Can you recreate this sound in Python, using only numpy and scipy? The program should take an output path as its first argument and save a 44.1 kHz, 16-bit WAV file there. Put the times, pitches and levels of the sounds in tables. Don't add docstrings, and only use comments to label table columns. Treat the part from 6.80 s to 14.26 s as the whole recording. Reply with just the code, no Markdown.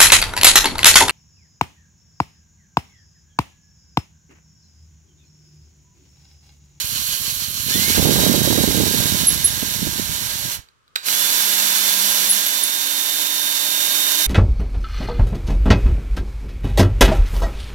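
import sys
import numpy as np
from scipy import signal
from scipy.fft import rfft, irfft
from scipy.io import wavfile
from scipy.ndimage import uniform_filter1d, minimum_filter1d

SR = 44100
rng = np.random.default_rng(int(sys.argv[2]) if len(sys.argv) > 2 else 0)


def digitize_waveform(pressure):
    field = np.atleast_2d(pressure).T
    bounded = np.clip(field, -1, 1)
    quanta = np.round(bounded * 32767).astype(np.int16)
    wavfile.write(sys.argv[1], SR, quanta)


N = 329206
TIME = np.arange(N) / SR
BINS = np.maximum(np.arange(N // 2 + 1) * SR / N, 1)

# (time [s], load [0-1])
LOAD = [(1.2, 0.88), (2.4, 0.46), (3.6, 0.82), (4.4, 0.3), (5.5, 0.47), (5.95, 0), (7.4, 0.03)]
# (time [s], share of full speed aimed at [0-1], lag of the motor [s])
TRIGGER = [(.84, .615, .135), (1.135, 1, .042), (3.64, .77, .06), (3.76, 0, .12), (4.22, 1, .042)]
CREEP_SHARE = .326
RELEASE_S, ENGAGE_S = 3.752, 4.265


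def amp(db):
    return 10 ** (np.asarray(db) / 20)


def curves(rows):
    s, *columns = np.transpose(rows)
    return [np.interp(TIME, s, column) for column in columns]


def unit(x):
    return x / np.sqrt(np.mean(x ** 2))


def colour(x, gain):
    return irfft(rfft(x) * gain, N)


def contour(points):
    hz, db = np.transpose(points)
    return amp(np.interp(np.log(BINS), np.log(hz), db))


def resonances(modes, low_hz):
    power = sum(amp(db) ** 2 / (1 + ((BINS ** 2 - hz ** 2) / (BINS * width_hz)) ** 2)
                for hz, width_hz, db in modes)
    radiated = power / (1 + (low_hz / BINS) ** 2)
    cepstrum = irfft(np.log(radiated + 1e-9) / 2, N)
    return np.exp(rfft(2 * cepstrum[:N // 2], N) - cepstrum[0])


def walk(rate_hz):
    steps = rng.standard_normal(N // 8)
    size = max(int(SR / rate_hz), 1)
    wander = np.interp(np.arange(N) / size, np.arange(len(steps)), steps)
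    return unit(uniform_filter1d(wander, size))


def echoes(x, t60_s, wet_db):
    t = TIME[:SR // 2]
    tail = rng.standard_normal((2, len(t))) * amp(-60 * t / t60_s) * (t > .001)
    tail /= np.sqrt(np.sum(tail ** 2, axis=1, keepdims=True))
    wet = signal.fftconvolve(x, tail, axes=1)[:, :N]
    return (x + amp(wet_db) * wet) / np.hypot(1, amp(wet_db))


def ports(x):
    # (frequency [Hz], gain [dB])
    shade = [(100, -0.5), (600, -8.5), (1200, -3.5), (2400, -6), (3600, -7.5), (4400, -6.5), (6400, -8.5),
             (7800, -8), (8700, -9.5), (10500, -8.5), (12500, -17), (15500, -11.5)]
    delay_samples = 16
    left, right = np.broadcast_to(x, (2, N))
    late = np.exp(-2j * np.pi * BINS * delay_samples / SR)
    return np.array([colour(left, contour(shade) * late), right])


def trigger():
    share = np.full(N, CREEP_SHARE)
    for s, aim, lag_s in TRIGGER:
        settling = aim + (np.interp(s, TIME, share) - aim) * np.exp(-np.abs(TIME - s) / lag_s)
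        share = np.where(TIME < s, share, settling)
    return share


def drive():
    fall_db_per_s, rise_db_per_s = 452.5, 640
    coast_db, coast_db_per_s = -25.5, 118
    since_s = np.maximum(TIME - RELEASE_S, 0)
    dying = amp(-fall_db_per_s * since_s) + amp(coast_db - coast_db_per_s * since_s)
    attack = amp(-rise_db_per_s * np.clip(ENGAGE_S - TIME, 0, 1))
    return np.minimum(dying + attack, 1)


def workshop(floor_db=-62):
    # (frequency [Hz], density [dB per Hz])
    shop = [(30, -8.5), (90, 5), (250, -9.5), (480, -6), (750, -18.5), (1050, -7), (1250, 1.5), (1550, -7),
            (1900, -13), (3300, -13), (8000, -21.5), (16000, -35.5)]
    rush = unit(colour(rng.standard_normal((2, N)), contour(shop)))
    return rush * amp(floor_db + walk(6.5))


def draught(share, corner_hz=205, growth=0.66, steepness=5.32, low_hz=78, gain_db=2.5, top_hz=340):
    # (time [s], level [dB])
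    fan_aim = [(0, -2.5), (.9, 0.5), (1.3, -2), (2.1, -7), (2.4, -10.5), (2.7, -16), (3.3, -17),
               (3.7, -21.5)]
    # (time [s], length [s], rise over the stream [dB])
    puffs = [(0.156, 0.036, 3), (.47, 0.036, 3.5), (0.959, 0.017, 4.5), (2.023, 0.031, 4.5),
             (2.555, .06, 1), (2.645, 0.016, 6), (2.832, 0.013, 9), (3.052, 0.08, 7.5), (3.193, 0.018, 6.5),
             (3.296, 0.026, 3), (3.665, 0.051, 6.5), (3.79, 0.018, 16)]
    # (rate [1/s], depth [dB])
    eddies = [(30, 4.6), (11, 2.2)]
    fan_db = -16
    eddies_db = 0
    for rate_hz, depth_db in eddies:
        flutter = colour(rng.standard_normal(N), 1 / (1 + (BINS / rate_hz - rate_hz / BINS) ** 2))
        eddies_db = eddies_db + depth_db * np.tanh(unit(flutter))
    puffs_db = sum(db * np.exp(-2 * ((TIME - s) / length_s) ** 2) for s, length_s, db in puffs)
    air_db = fan_db + 20 * np.log10(share ** 2) + curves(fan_aim)[0] + puffs_db + eddies_db
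    corner = np.minimum(corner_hz * amp(growth * (air_db + 23)), top_hz)
    air = 0
    for hz in 30 * 2 ** (np.arange(12) / 2):
        band = unit(colour(rng.standard_normal(N), 1 / (1 + (2 * np.log2(BINS / hz)) ** 4)))
        air = air + band * np.sqrt(hz / corner / (1 + (hz / corner) ** steepness))
    forward = TIME < TRIGGER[-1][0]
    bass_cut = 1 / (1 - 1j * low_hz / BINS) ** 2
    return colour(air * forward * amp(air_db + gain_db), bass_cut) * amp([[-34], [0]])


def knocks():
    # (time [s], force [dB], decay [s])
    blows = [(1.15, -17, .02), (3.795, -41, 0.00305), (3.887, -42.5, 0.0024), (4.079, -46.5, 0.0018),
             (4.156, -16, 0.0042), (4.159, -6, 0.0022), (4.163, -27.5, 0.05), (4.231, -37, 0.016),
             (4.285, -6, 0.0018)]
    # (frequency [Hz], width [Hz], level [dB])
    ring_modes = [(425, 200, -15.5), (1130, 290, -8), (1510, 300, 2), (2320, 360, -3), (3930, 260, 7.5),
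                  (4597, 150, 4.5), (7450, 1800, -11), (12500, 5400, -16)]
    force = sum(amp(db) * (TIME >= s) * np.exp(-np.abs(TIME - s) / decay_s) for s, db, decay_s in blows)
    ring = resonances(ring_modes, 293.3)
    ring /= np.sqrt(np.mean(np.abs(ring) ** 2))
    return echoes(ports(colour(force * rng.standard_normal(N), ring)), .22, -14)


def squeaks():
    # (time [s], length [s], start [Hz], end [Hz], right peak before echoes [dB], left over right [dB])
    chirps = [(0.929, 0.04, 3470, 3570, -26, 8), (2.469, 0.0083, 11150, 10700, 0.5, -11),
              (2.479, 0.014, 11120, 10950, 4, -10.5), (2.642, 0.024, 10280, 11320, -2, -7),
              (5.49, 0.032, 10470, 10750, -12.5, 3.5), (5.51, 0.0077, 11100, 10830, 3, -22),
              (5.663, 0.014, 11700, 11750, -15.5, 1), (5.834, 0.0073, 9620, 10270, -4.5, -12),
              (5.904, 0.0052, 9510, 9050, -26, -3)]
    out = np.zeros((2, N))
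    tremble_rad = .35 * walk(700)
    for s, length_s, start_hz, end_hz, db, left_db in chirps:
        part = np.clip((TIME - s) / length_s, 0, 1)
        phase = 2 * np.pi * np.cumsum(start_hz + (end_hz - start_hz) * part) / SR
        swell = np.sqrt(4 * part * (1 - part))
        out += swell * np.sin(phase + tremble_rad) * amp([[db + left_db], [db]])
    return echoes(out, .22, -7)


def planets(turns, speed, free_db=-57, loaded_db=-41.5, forward_db=-7):
    pulling = np.clip(curves(LOAD)[0] / .45, 0, 1)
    hum = np.sin(2 * np.pi * turns * 2 / 3 + walk(30) / 2) * np.clip(speed / 300, 0, 1) ** 3
    hum_db = free_db + (loaded_db - free_db) * pulling + forward_db * (TIME < RELEASE_S)
    return hum * drive() * amp(hum_db + 1.5 * walk(25)) * amp([[0], [-1]])


def whine(turns, whine_db, share, left_db=-4, slowing_db=-14, creep_db=-20, run_up_db=-5,
          run_up_shake=.005):
    # (multiple of motor speed, under load [dB], running free [dB])
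    orders = [(1, -26, -22), (2, -16, -28), (3, -27, -26), (5, -26, -21), (6, -26, -21), (10, -8, -17),
              (12, 0, 0), (15, -15, -22), (17, -14, -28), (20, -9, -23), (21, -21, -17), (22.5, -11, -15),
              (24, -17, -15), (28, -24, -19), (32, -17, -19), (34, -21, -12), (35, -8, -16), (36, -2, -24),
              (37, -4, -26), (43, -22, -10), (45, -14, -10), (46, -9, -22), (49, -15, -19), (50, -9, -14)]
    load = np.clip(curves(LOAD)[0], 0, 1)
    run_up = np.tanh(np.maximum(np.gradient(share, TIME), 0) / 3)
    creeping = np.clip((.45 - share) / (.45 - CREEP_SHARE), 0, 1)
    tremble_turns = .0014 * (.5 + load) * walk(70)
    shake_turns = run_up_shake * run_up * walk(300)
    angle = 2 * np.pi * (turns + tremble_turns + shake_turns)
    mesh_db = whine_db + slowing_db * (1 - share) + creep_db * creeping + run_up_db * run_up
    tones = 0
    for order, loaded_db, free_db in orders:
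        flicker_db = 1.3 * (.5 + load) * walk(25)
        db = mesh_db + free_db + load * (loaded_db - free_db) + flicker_db
        tones = tones + np.sqrt(2) * amp(db) * np.sin(order * angle + rng.uniform(0, 2 * np.pi))
    return ports(tones * drive()) * amp([[left_db], [0]])


def teeth(turns, scatter_db=2.0, slide_db=2):
    strikes = np.diff(np.floor(12 * turns), prepend=0) * rng.standard_normal(N)
    strikes = unit(strikes * amp(scatter_db * rng.standard_normal(N)))
    return unit(strikes + amp(slide_db) * rng.standard_normal(N))


def rattle(turns, speed, own_db=0.0, pulse=0.065, flutter_db=0.62, casting_db=-3.5, thrum_db=-29.5,
           body_db=-5.0, slow_body_db=-5.5, clatter_db=3, slow_clatter_db=-1.7,
           sizzle_db=2.07, slow_sizzle_db=1.5, reverse_sizzle_db=1.3, dulling=0.38):
    # (time [s], level [dB])
    rattle_in = [(0, -30.5), (.3, -27.5), (.8, -30.5), (.95, -24), (1.25, -22.5), (1.7, -26), (2.43, -26),
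                 (2.62, -29), (3.72, -30.5)]
    rattle_out = [(4.3, -25), (4.43, -23.5), (5.4, -23), (5.87, -27.5), (6.99, -27), (7.02, -26),
                  (7.44, -24)]
    # (frequency [Hz], width [Hz], level [dB])
    housing_modes = [(273, 270, -15.5), (930, 263, -9.5), (1603, 130, -4.5), (2415, 1900, -12),
                     (3010, 250, -0.5), (3475, 280, 1.5), (4204, 670, 6), (5600, 200, 6), (6445, 900, 3.5),
                     (7360, 560, 1), (8570, 620, -3), (11120, 1340, -3), (12340, 880, -6), (12450, 710, -1),
                     (15000, 2100, -14)]
    # (frequency [Hz], width [Hz], level [dB])
    casting_modes = [(1047, 60, -4), (1250, 80, -16), (1515, 43, -6.5), (2517, 45, -2), (3150, 200, -0.5),
                     (4290, 213, 2.5), (6320, 120, -6), (7000, 110, 3)]
    bench_modes = [(100, 28, -11.5), (620, 97, 1.5), (955, 110, -8.5)]
    gear_ratio, first_scrape_s, scrape_db = 16, .17, 2.0

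    level_db, = curves(np.vstack([rattle_in, rattle_out]))
    driven = drive()
    slow = np.clip((220 - speed) / 80, 0, 1)
    force = teeth(turns) + amp(own_db) * np.array([teeth(turns), teeth(turns)])
    force *= (1 + pulse * np.sin(4 * np.pi * turns)) * amp(flutter_db * walk(55))
    chuck_turns = (turns - np.interp(first_scrape_s, TIME, turns)) / gear_ratio
    scrape = amp(scrape_db * slow * np.cos(2 * np.pi * chuck_turns))

    housing = ports(colour(force, resonances(housing_modes, 110)))
    low = 1 / (1 + (BINS / 2500) ** 8)
    high = 1 / (1 + (10000 / BINS) ** 12)
    body = amp(body_db + slow_body_db * slow) * unit(colour(housing, low))
    clatter = amp(clatter_db + slow_clatter_db * slow) * unit(colour(housing, 1 - low - high))
    treble_db = sizzle_db + slow_sizzle_db * slow * driven + reverse_sizzle_db * (TIME > RELEASE_S)
    sizzle = amp(treble_db) * unit(colour(housing, high))
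    casting = slow * amp(casting_db) * unit(ports(colour(force, resonances(casting_modes, 900))))
    thrum = amp(thrum_db) * unit(colour(force, resonances(bench_modes, 60)))
    bright = (driven + 1e-9) ** dulling
    sound = scrape * (body / bright + clatter + casting) + sizzle * bright + thrum
    return echoes(sound * driven * amp(level_db), .2, -15)


def scene():
    # (time [s], speed [turns/s])
    speed_in = [(1.35, 320.5), (1.7, 319.9), (2.1, 316.9), (2.5, 312.9), (3.1, 309.3), (3.55, 311)]
    speed_out = [(4.42, 294.2), (4.7, 296.8), (5.05, 295.2), (5.42, 299.5), (5.65, 298), (5.97, 304),
                 (6.7, 303.6), (7.45, 306.8)]
    # (time [s], level [dB])
    whine_level = [(1.3, -23), (1.7, -24.5), (2.4, -30.5), (3.0, -36.5), (3.7, -40), (4.3, -27.5),
                   (5.5, -27), (6.2, -25.5), (7.45, -21.5)]
    share = trigger()
    full_speed, = curves(np.vstack([speed_in, speed_out]))
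    speed = share * full_speed
    waver = .0005 + .003 * curves(LOAD)[0] * (TIME > RELEASE_S)
    turns = np.cumsum(speed * (1 + waver * walk(12))) / SR
    surroundings = workshop() + draught(share)
    drill = knocks() + planets(turns, speed) + whine(turns, curves(whine_level)[0], share)
    return surroundings + squeaks() + drill + rattle(turns, speed)


def record(dry):
    ceiling, hold_s, top_hz = .93, .012, 15800
    hold = int(hold_s * SR)
    gain = np.minimum(1, ceiling / (np.abs(dry) + 1e-9))
    gain = uniform_filter1d(minimum_filter1d(gain, hold, axis=1), hold, axis=1)
    top_cut = signal.ellip(12, .1, 80, top_hz, fs=SR, output="sos")
    return signal.sosfilt(top_cut, dry * gain)


dry = scene()
out = record(dry)
digitize_waveform(out)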